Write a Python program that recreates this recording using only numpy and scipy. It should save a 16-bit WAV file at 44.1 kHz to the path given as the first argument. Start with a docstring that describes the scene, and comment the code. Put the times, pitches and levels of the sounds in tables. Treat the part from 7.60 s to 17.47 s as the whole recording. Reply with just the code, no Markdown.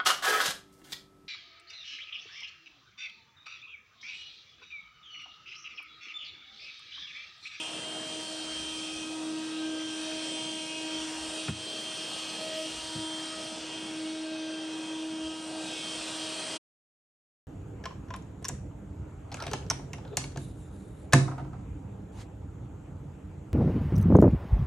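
"""Stick vacuum on carpet

A corded stick vacuum is pushed to and fro near a small microphone on the floor, until a sudden cut to silence.
Motor: sines on multiples of the shaft speed. Air through nozzle and exhaust: shaped noise in five bands.
Rolling: low noise that swells with each stroke. Two furniture bumps: noise rattle, decaying modes, room boom."""
import sys
import numpy as np
from scipy import signal
from scipy.fft import rfft, irfft, next_fast_len
from scipy.io import wavfile
from scipy.ndimage import uniform_filter1d, map_coordinates

SR = 44100
rng = np.random.default_rng(int(sys.argv[2]) if len(sys.argv) > 2 else 0)


def output_pcm(signal):
    """Save a mono or channel-first signal as 16-bit PCM at the path in sys.argv[1].

    Samples are clipped to [-1, 1] before scaling.
    """
    pcm = np.clip(np.atleast_2d(signal).T, -1, 1) * 32767
    wavfile.write(sys.argv[1], SR, np.round(pcm).astype(np.int16))


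N = 435266
T = np.arange(N) / SR
MAINS_HZ = 60


def amp(db):
    """Amplitude ratio of a level in dB."""
    return 10 ** (np.asarray(db) / 20)


def unit(x):
    """Scales x to rms 1."""
    return x / np.sqrt(np.mean(x ** 2) + 1e-20)


def along(points, hz):
    """Interpolates (Hz, value) points on a log axis."""
    f, v = np.transpose(points)
    return np.interp(np.log(hz + 1), np.log(f + 1), v)


def curves(rows):
    """One value per sample for each column after the time."""
    s, *cols = np.transpose(rows)
    return [np.interp(T, s, c) for c in cols]


def wobble(knots_per_s):
    """A smooth random curve through normally distributed knots."""
    knots = rng.standard_normal(int(N * 60 / SR))
    return map_coordinates(knots, [T * knots_per_s])


def bell(middle_s, length_s, edge):
    """Rises and falls around a moment; the larger edge, the flatter the top."""
    return np.exp(-np.abs(2 * (T - middle_s) / length_s) ** edge)


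def filtered(x, response):
    """x times a response of frequency, zero phase."""
    m = next_fast_len(N + SR // 2)
    return irfft(rfft(x, m) * response(np.fft.rfftfreq(m, 1 / SR)), m)[..., :N]


# left-right correlation of the noises: f/Hz, likeness
LIKENESS = [(25, .965), (70, .96), (150, .97), (300, .97), (1200, .95), (2500, .97), (5000, .94),
            (12000, .91)]


def rush(gain, patchy_db):
    """Nearly mono turbulence noise of rms 1, with time-frequency patches of random gain."""
    z = signal.stft(rng.standard_normal((2, N)), nperseg=512)[2]
    field = uniform_filter1d(rng.standard_normal(z.shape[1:]), size=3, axis=0)
    field = uniform_filter1d(field, size=18, axis=1)
    pair = signal.istft(z * amp(patchy_db * unit(field)), nperseg=512)[1][:, :N]

    def mid_side_gain(hz):
        turn = np.arccos(np.clip(along(LIKENESS, hz), -1, 1)) / 2
        return gain(hz) * [np.cos(turn), np.sin(turn)]

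    mid, side = filtered(pair, mid_side_gain)
    return unit(np.array([mid + side, mid - side]))


# exhaust turning towards and away from the microphone:
# t/s, fizz level/dB, casing whoosh re fizz/dB, hiss re fizz/dB
EXHAUST = [(0, -48.5, 5.5, 0), (.35, -49, 1.5, 0), (.72, -49, 0.5, 2.5), (1.2, -47, 2, -1),
           (1.4, -48.5, 1.5, -2.5), (1.6, -51.5, 1, 0), (1.8, -52.5, 2.5, 2.5), (2.1, -52, 4, 1),
           (2.3, -49, 2.5, 0), (2.6, -47.5, 3.5, -1), (3.1, -47, 0.5, -2.5), (3.37, -47.5, 4, -0.5),
           (3.57, -45.5, 0.5, -3.5), (3.72, -46, 1.5, -2), (4.1, -49, 1.5, 3), (4.45, -46.5, 3, 0),
           (4.72, -48.5, 2, 1), (5.0, -46.5, 2.5, -1), (5.25, -47, -3.5, 2), (5.5, -48.5, -3, 0.5),
           (5.7, -48.5, -1.5, 2), (5.85, -47.5, -2, -0.5), (6.05, -50.5, 2.5, 1.5), (6.3, -49.5, 1, -1),
           (6.56, -54, 4.5, 1.5), (6.82, -55, 5, 3.5), (7.3, -54, 4.5, 0.5), (7.72, -52.5, 3.5, -1),
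           (7.97, -51, -0.5, 1.5), (8.1, -48.5, 2.5, 0), (8.5, -45, -0.5, -0.5), (8.96, -43.5, -3.5, -1)]
USUAL_FIZZ_DB = -49.5
JET_DB, JET_DB_PER_SWING_DB = -53, .8
JET_DB_PER_CASING_DB, JET_DB_PER_HISS_DB = 0.52, -0.22


def air_levels():
    """Fizz, casing whoosh, hiss and jet levels in dB all follow the turning exhaust."""
    fizz_db, casing_re_db, hiss_re_db = curves(EXHAUST)
    swing_db = fizz_db - USUAL_FIZZ_DB
    jet_db = JET_DB + JET_DB_PER_SWING_DB * swing_db
    jet_db = jet_db + JET_DB_PER_CASING_DB * casing_re_db + JET_DB_PER_HISS_DB * hiss_re_db
    return fizz_db, fizz_db + casing_re_db, fizz_db + hiss_re_db, jet_db


# shaft speed: t/s, f/Hz
SHAFT_SPEED = [(0.0, 315.64), (1.4, 315.57), (2.05, 316.08), (2.35, 315.84), (2.6, 315.85), (3.25, 316.31),
               (3.65, 315.58), (4.45, 317.1), (4.7, 317.32), (5.25, 316.86), (5.9, 316.93), (6.6, 316.55),
               (6.9, 316.66), (7.5, 317.35), (8.2, 316.3), (8.85, 316.35)]
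# shaft hum, loudest when the machine is near: t/s, level/dB
SHAFT_HUM = [(0.0, -46), (0.06, -56.5), (0.14, -46), (0.26, -55.5), (0.34, -46), (0.5, -51), (0.58, -43),
             (0.66, -53), (0.72, -45), (1.06, -45.5), (1.74, -35.5), (1.9, -38), (2.06, -33.5),
             (2.24, -37.5), (3.14, -44), (3.26, -39), (3.4, -39), (3.74, -44), (3.9, -42.5), (4.08, -49),
             (4.2, -47.5), (4.3, -52), (4.94, -48), (5.06, -42.5), (5.2, -52), (5.355, -43.5), (5.38, -39),
             (5.52, -40.5), (5.84, -47.5), (6.14, -45.5), (6.44, -37), (7.28, -39), (7.38, -36.5),
             (7.66, -36), (7.82, -42), (8.02, -39.5), (8.2, -46.5), (8.4, -46.5), (8.62, -42.5),
             (8.72, -45.5), (8.88, -55), (8.92, -46)]
# low overtones, swelling and fading as the machine moves through the room: t/s, level/dB
ORDER_2 = [(0.0, -53), (0.12, -58), (0.32, -47), (1.06, -56.5), (1.22, -62), (1.76, -54.5), (1.92, -66),
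           (2.1, -47.5), (2.3, -59), (2.48, -45), (2.68, -50), (3.1, -52.5), (3.28, -48.5), (3.52, -56.5),
           (3.82, -48.5), (3.94, -54), (4.3, -50.5), (4.56, -56.5), (4.77, -56), (4.83, -43), (4.95, -39.5),
           (5.06, -45), (5.085, -65), (5.14, -57), (5.26, -50.5), (5.72, -52.5), (5.92, -46.5),
           (6.1, -61.0), (6.44, -49), (6.92, -47.5), (7.2, -62.5), (7.66, -48.5), (7.8, -57.5),
           (7.96, -43.5), (8.22, -65), (8.34, -52), (8.46, -57), (8.66, -46.5), (8.92, -48)]
ORDER_3 = [(0.0, -51.5), (0.14, -59), (0.38, -65), (0.64, -54.5), (0.82, -64.5), (1.14, -56.5),
           (1.32, -71.5), (1.56, -53.5), (2.02, -63.5), (2.98, -52.5), (3.6, -51.5), (3.9, -72.5),
           (4.14, -72), (4.26, -60.5), (4.42, -69), (4.88, -67), (5.48, -48), (5.72, -67), (5.88, -57),
           (6.36, -59.5), (6.78, -65.5), (7.26, -54), (7.96, -56.5), (8.22, -64), (8.4, -57.5), (8.92, -54)]
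ORDER_4 = [(0.0, -60.5), (0.2, -55.5), (0.3, -62), (1.96, -55.5), (2.84, -65.5), (3.2, -63), (3.48, -67),
           (3.86, -58), (3.96, -58.5), (4.04, -71.5), (4.18, -67.5), (4.5, -57.5), (4.94, -55), (5.2, -60),
           (5.82, -54), (5.96, -58), (6.08, -79), (6.32, -61), (7.0, -72), (7.8, -55.5), (8.2, -71.5),
           (8.92, -59.5)]
ORDER_5 = [(0.0, -66.5), (0.16, -67), (0.32, -52.5), (0.44, -76), (0.66, -61.5), (0.96, -63), (1.12, -69),
           (2.26, -51.5), (2.8, -60.5), (3.7, -58.5), (3.94, -72.5), (4.14, -67.5), (4.32, -60.5),
           (5.18, -71.5), (5.44, -60), (5.76, -65), (6.76, -59), (7.7, -61.5), (8.12, -55.5), (8.32, -70.5),
           (8.5, -61), (8.92, -61.5)]
# fan blade whistle, order 10: t/s, level/dB
BLADE_WHISTLE = [(0.0, -43.0), (0.1, -45), (0.36, -41), (0.72, -45.5), (0.96, -40), (1.26, -43.5),
                 (1.52, -50), (1.6, -61.0), (1.74, -59), (1.88, -53.5), (2.28, -44), (2.46, -45),
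                 (2.76, -40), (3.2, -47), (3.38, -40.5), (3.52, -58.5), (3.64, -45.5), (3.86, -46),
                 (3.94, -44), (4.1, -41), (4.52, -43), (4.64, -44), (4.92, -44.5), (5.14, -48.5),
                 (5.52, -41.5), (5.9, -47), (6.02, -61), (6.12, -45), (6.22, -45), (6.48, -60), (6.6, -57),
                 (6.68, -55), (6.98, -45.5), (7.2, -50), (7.3, -47), (7.44, -53.5), (7.68, -46.5),
                 (7.92, -58.5), (8.24, -43.0), (8.36, -42.5), (8.48, -57.5), (8.62, -43.5), (8.72, -49.5),
                 (8.8, -44.5), (8.92, -45.5)]
# orders beside the whistle, fading in and out likewise: t/s, level/dB
ORDER_8 = [(0.0, -63.5), (0.62, -73), (1.44, -48.5), (1.68, -62), (1.88, -56), (2.2, -68.5), (2.6, -51.5),
           (2.92, -59), (3.16, -46.5), (3.64, -67), (3.82, -48), (4.2, -69.5), (4.72, -51), (4.9, -64),
           (5.16, -59), (5.58, -69), (5.9, -72.5), (6.06, -53), (6.54, -64.5), (6.76, -52), (6.9, -69),
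           (7.1, -56.5), (7.84, -67.5), (8.14, -51.5), (8.64, -59.5), (8.92, -56)]
ORDER_9 = [(0.0, -52.5), (0.38, -51.5), (0.8, -60), (1.04, -54), (1.48, -68), (1.98, -54.5), (2.5, -59),
           (3.18, -46.5), (3.42, -60.5), (3.58, -48.5), (3.7, -55), (3.96, -65), (4.34, -49.5), (4.94, -55),
           (5.2, -49.5), (5.46, -63.5), (5.62, -56.5), (6.14, -54.5), (6.82, -61.5), (7.24, -61.5),
           (7.7, -53), (8.02, -54.5), (8.3, -61.5), (8.54, -49), (8.74, -59.5), (8.92, -48)]
ORDER_11 = [(0.0, -57.5), (0.32, -72), (0.62, -57.5), (1.0, -62.5), (1.18, -50), (1.34, -65), (1.52, -62),
            (1.76, -56.5), (2.98, -55), (3.18, -60), (3.4, -61), (3.78, -69.5), (4.18, -51.5), (4.5, -58),
            (4.74, -59.5), (5.02, -58.5), (5.5, -49.5), (5.68, -61), (6.04, -54), (6.54, -65.0),
            (6.82, -58.5), (7.9, -68.5), (8.1, -52.5), (8.42, -52), (8.58, -61.5), (8.92, -59)]
ORDER_12 = [(0.0, -68), (0.22, -59.5), (0.84, -63.5), (1.24, -64.5), (2.02, -54.5), (2.18, -64.5),
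            (2.48, -52.5), (2.8, -69), (3.06, -70.5), (3.32, -65), (3.54, -66.5), (3.82, -50.5),
            (4.16, -70.5), (4.94, -60.5), (5.2, -71), (5.4, -59.5), (5.96, -65), (6.24, -70.5),
            (6.4, -60.5), (6.7, -54), (7.08, -67), (7.88, -64.5), (8.12, -49), (8.46, -63.5), (8.66, -50),
            (8.92, -64.5)]
ORDER_LEVELS = {1: SHAFT_HUM, 2: ORDER_2, 3: ORDER_3, 4: ORDER_4, 5: ORDER_5, 8: ORDER_8,
                9: ORDER_9, 10: BLADE_WHISTLE, 11: ORDER_11, 12: ORDER_12}
# weaker orders, fading by chance as the machine moves: multiple of shaft speed, level between fades/dB
WEAK_ORDERS = [(7, -62)]
FADE_DB, FADE_KNOTS_PER_S = 9.5, 5.6
WEAK_DB_PER_SWING_DB = 0.044  # per multiple
# faint orders that leave with the exhaust air: multiple of shaft speed, level re hiss/dB
FAINT_ORDERS = [(6, -17), (13, -13), (14, -16), (15, -17), (16, -21), (17, -19), (18, -17), (19, -17),
                (20, -18), (21, -23), (22, -22), (23, -23), (27, -22), (28, -20), (30, -29), (31, -29),
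                (40, -38)]
# one order swelling out of the noise: t of middle/s, length/s, multiple of shaft speed, level/dB
ORDER_SWELLS = [(.75, 0.24, 14, -54.5), (2.186, 0.44, 5, -52), (3.05, 1, 7, -58), (4.65, 1.3, 40, -73),
                (4.72, .22, 13, -52.5), (6.4, 0.51, 7, -59), (6.85, 0.42, 5, -54.5), (8.258, 0.23, 7, -55),
                (8.649, 0.37, 13, -54)]
SWELL_EDGE = 22
# torque ripple at twice the mains, beside some orders:
# multiple of shaft speed, ripples above (+) or below (-), level re fizz between fades/dB
RIPPLE_TONES = [(10, -1, -10), (10, 1, -8), (7, 1, -16)]


def order_sizes(fizz_db, hiss_db):
    """Rms of each shaft order before flutter."""
    sizes = {order: amp(curves(rows)[0]) for order, rows in ORDER_LEVELS.items()}
    for order, db in WEAK_ORDERS:
        follow_db = WEAK_DB_PER_SWING_DB * order * (fizz_db - USUAL_FIZZ_DB)
        sizes[order] = amp(db + follow_db - FADE_DB * wobble(FADE_KNOTS_PER_S) ** 2)
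    for order, db in FAINT_ORDERS:
        sizes[order] = amp(hiss_db + db + 3 * wobble(6))
    for middle_s, length_s, order, db in ORDER_SWELLS:
        swell = amp(db) * bell(middle_s, length_s, SWELL_EDGE)
        sizes[order] = np.maximum(sizes[order], swell)
    return sizes


def motor():
    """Sines locked to multiples of one unsteady shaft angle; torque ripple adds side tones."""
    shaft_hz = curves(SHAFT_SPEED)[0] + .25 * wobble(25) + 0.05 * wobble(4)
    angle = 2 * np.pi * np.cumsum(shaft_hz) / SR
    fizz_db, _, hiss_db, _ = air_levels()
    out = np.zeros((2, N))
    for order, size in order_sizes(fizz_db, hiss_db).items():
        steadiness = .4 if order in (1, 10) else 1
        flutter_db = steadiness * (wobble(12) + 1.5 * wobble(30))
        if order > 30:
            flutter_db = flutter_db + 2.5 * wobble(20)
        # room paths smear the phase and turn it a little between the two ports
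        smear = 0.085 * wobble(9) + 0.12 * np.sqrt(order) * wobble(2.5)
        phase = order * angle + 2 * np.pi * rng.random() + smear
        skew = 0.03 * np.sqrt(order) * wobble(24)
        out += np.sqrt(2) * size * amp(flutter_db) * np.sin([phase + skew, phase - skew])
    for order, ripples, db in RIPPLE_TONES:
        phase = order * angle + ripples * 2 * np.pi * 2 * MAINS_HZ * T + wobble(6.7)
        level_db = fizz_db + db - 6.9 * wobble(2.1) ** 2 + wobble(12)
        out += np.sqrt(2) * amp(level_db) * np.sin(phase)
    return out


# roar, changing with the nozzle's place on the carpet: t/s, level/dB, upper part re level/dB
NOZZLE_ROAR = [(0, -48.5, 2.5), (.5, -47, -1.5), (1, -49, 1.5), (1.5, -48, -1), (2, -47.5, -2.5),
               (2.5, -49, 4.5), (3, -46.5, -5.5), (3.5, -49, 4), (4, -48, 0.5), (4.5, -46.5, -1.5),
               (5, -46, -2), (5.2, -49, 1), (5.5, -51, 5.5), (6, -46, -2.5), (6.5, -47, -1.5), (7, -48, -1),
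               (7.5, -47, -2.5), (7.9, -45.5, -4.5), (8.15, -47, -4), (8.4, -47.5, 3), (8.96, -46.5, 2)]
ROAR_SPLIT_HZ = 920
# relative spectral density of each flow noise: f/Hz, level/dB per Hz
ROAR_SPECTRUM = [(60, -38), (100, -7), (160, 0.5), (300, 1), (450, 0), (700, 0), (1000, -5), (1600, -5.5),
                 (2100, -8.5), (3000, -47.5)]
HISS_SPECTRUM = [(3000, -13.5), (3700, -2.5), (4400, 0.5), (4900, -2.5), (5400, -6), (6000, -52)]
JET_SPECTRUM = [(4300, -46.5), (4900, -7), (5400, 0), (5950, 0.5), (6300, -6), (7000, -10.5), (8000, -44.5)]
FIZZ_SPECTRUM = [(5500, -24), (6500, -11.5), (7600, -6.5), (8750, -1.5), (9400, -11), (10500, -21),
                 (11500, -30), (13000, -36.5), (13250, -53)]
# casing resonances: f/Hz, width at half amplitude/Hz, level/dB
CASING_MODES = [(2660, 630, 1), (3322, 530, 1.5)]
DRIFT_DB, DRIFT_KNOTS_PER_S = 0.88, 3.2
RIPPLE_SHARE = .04  # of the amplitude


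def casing_gain(hz):
    """Sum of the casing's resonance peaks."""
    return sum(amp(db) / (1 + ((hz - f) / width * 2) ** 4) for f, width, db in CASING_MODES)


def nozzle_roar():
    """Low turbulent roar whose part above the split rises and falls on its own."""
    roar_db, upper_db = curves(NOZZLE_ROAR)
    roar = rush(lambda hz: amp(along(ROAR_SPECTRUM, hz)), patchy_db=2.0)
    upper = filtered(roar, lambda hz: 1 - 1 / (1 + (hz / ROAR_SPLIT_HZ) ** 4))
    level = amp(roar_db + DRIFT_DB * wobble(DRIFT_KNOTS_PER_S))
    return level * (roar + (amp(upper_db) - 1) * upper)


def air():
    """Turbulent flow: roar, casing whoosh, exhaust hiss, jet and fizz, roughened by torque ripple."""
    drifting_db = [db + DRIFT_DB * wobble(DRIFT_KNOTS_PER_S) for db in air_levels()]
    fizz_db, casing_db, hiss_db, jet_db = drifting_db
    out = nozzle_roar()
    out += amp(casing_db) * rush(casing_gain, patchy_db=2.0)
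    out += amp(hiss_db) * rush(lambda hz: amp(along(HISS_SPECTRUM, hz)), patchy_db=2.0)
    out += amp(jet_db) * rush(lambda hz: amp(along(JET_SPECTRUM, hz)), patchy_db=2.0)
    out += amp(fizz_db) * rush(lambda hz: amp(along(FIZZ_SPECTRUM, hz)), patchy_db=1.8)
    return out * (1 + RIPPLE_SHARE * np.sin(2 * np.pi * 2 * MAINS_HZ * T + .5 * wobble(3)))


# pushes and pulls over the carpet: t of fastest moment/s, length/s, rumble level/dB
CARPET_STROKES = [(0.151, 0.22, -63.5), (1.25, 0.72, -64.5), (2.398, 0.72, -67), (3.549, 0.4, -63),
                  (4.699, 0.2, -68.5), (5.3, 0.43, -68), (6.15, 0.63, -64), (8.209, 1.06, -63.5)]
# relative spectral density of the rumble: f/Hz, level/dB per Hz
RUMBLE_SPECTRUM = [(20, -32), (40, -8.5), (65, 2.5), (90, -8.5), (130, -7.5), (180, -49)]
RESTING_DB = -77.5  # brush alone


def rolling():
    """The floor carries a lumpy rumble that swells with each stroke."""
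    strokes = sum(amp(db) * bell(s, length_s, edge=3.6) for s, length_s, db in CARPET_STROKES)
    lumps = amp(3.2 * wobble(8.2) + 2.5 * wobble(12))
    rumble = rush(lambda hz: amp(along(RUMBLE_SPECTRUM, hz)), patchy_db=-3.5)
    return (amp(RESTING_DB) + strokes) * lumps * rumble


# head meets furniture: t of contact/s, thud level/dB, rattle level/dB, lag to thud/s, floor thump re usual/dB
FURNITURE_BUMPS = [(3.881, -25, -31.5, .0105, 0), (5.348, -34, -48, 0.0105, -12)]
# furniture modes: f/Hz, level/dB, t60/s
WOOD_MODES = [(114.3, -4, 0.26), (151.6, 4, 0.08), (204.7, 0, 0.17), (290, -5, .08), (430, -12, .03)]
# floor thump under a bump: f/Hz, level/dB, t60/s
FLOOR_MODE = (86, 0, .24)
TOUCH_DB = -8  # first touch re thud
BOOM_DB, BOOM_T60_S = -15, .3  # room's low answer, re thud


def bumps():
    """Plastic rattle and a first touch, then wood and floor modes thud and the room booms briefly."""
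    out, t = np.zeros((2, N)), T[:SR // 2]
    rattle_band = signal.butter(2, [400, 1900], "band", fs=SR)
    boom_band = signal.butter(3, [75, 260], "band", fs=SR, output="sos")
    no_deep_bass = signal.butter(3, 70, "high", fs=SR, output="sos")

    def add(at_s, sound):
        out[:, round(at_s * SR):][:, :len(t)] += sound

    for s, thud_db, rattle_db, lag_s, floor_db in FURNITURE_BUMPS:
        rattle = 4 * signal.lfilter(*rattle_band, rng.standard_normal(len(t)))
        rattle *= amp(-60 * t / .07) * (1 - np.exp(-t / .001))

        floor_hz, floor_usual_db, floor_t60_s = FLOOR_MODE
        modes = list(WOOD_MODES) + [(floor_hz, floor_usual_db + floor_db, floor_t60_s)]
        ring = sum(amp(db - 60 * t / t60_s) * np.sin(2 * np.pi * hz * t) for hz, db, t60_s in modes)
        soft_start = 1 - np.exp(-(t / 0.0016) ** 2)
        thud = signal.sosfilt(no_deep_bass, ring * soft_start)

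        same, apart = unit(signal.sosfilt(boom_band, rng.standard_normal((2, len(t)))))
        boom = same + 0.063 * np.array([apart, -apart])
        boom *= amp(BOOM_DB - 60 * t / BOOM_T60_S) * (1 - np.exp(-(t / .02) ** 2))

        add(s, amp(rattle_db) * rattle)
        add(s + lag_s / 3, amp(thud_db + TOUCH_DB) * thud)
        add(s + lag_s, amp(thud_db) * (thud + boom))
    return out


def scene():
    """Sum of all sources."""
    return motor() + air() + rolling() + bumps()


THRESHOLD_DB, RECOVERY_S, PULL_DB_PER_DB = -31.5, .07, 9


def gain_control(x):
    """Sound above a threshold pulls the gain down, which then recovers."""
    power = np.abs(uniform_filter1d(np.mean(x ** 2, axis=0), size=440))
    level_db = 10 * np.log10(power + 1e-12)
    excess_db = np.maximum(level_db - THRESHOLD_DB, 0)
    recent_db = uniform_filter1d(excess_db, size=880, origin=439)  # mean of the last 20 ms
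    keep = np.exp(-1 / (RECOVERY_S * SR))
    smooth_db = signal.lfilter([1 - keep], [1, -keep], recent_db)
    return x * amp(-PULL_DB_PER_DB * smooth_db)


CUT_S, FADE_S, TOP_HZ = 8.982, .02, 13700


def record(dry):
    """The small microphone thins the deep bass; gain control, a short fade to the cut, a treble limit."""
    bass_cut = signal.butter(2, 60, "high", fs=SR)
    picked_up = signal.lfilter(*bass_cut, dry)
    fade = np.sin(np.pi / 2 * np.clip((CUT_S - T) / FADE_S, 0, 1)) ** 2
    return filtered(gain_control(picked_up) * fade, lambda hz: hz < TOP_HZ)


dry = scene()
out = record(dry)
output_pcm(out)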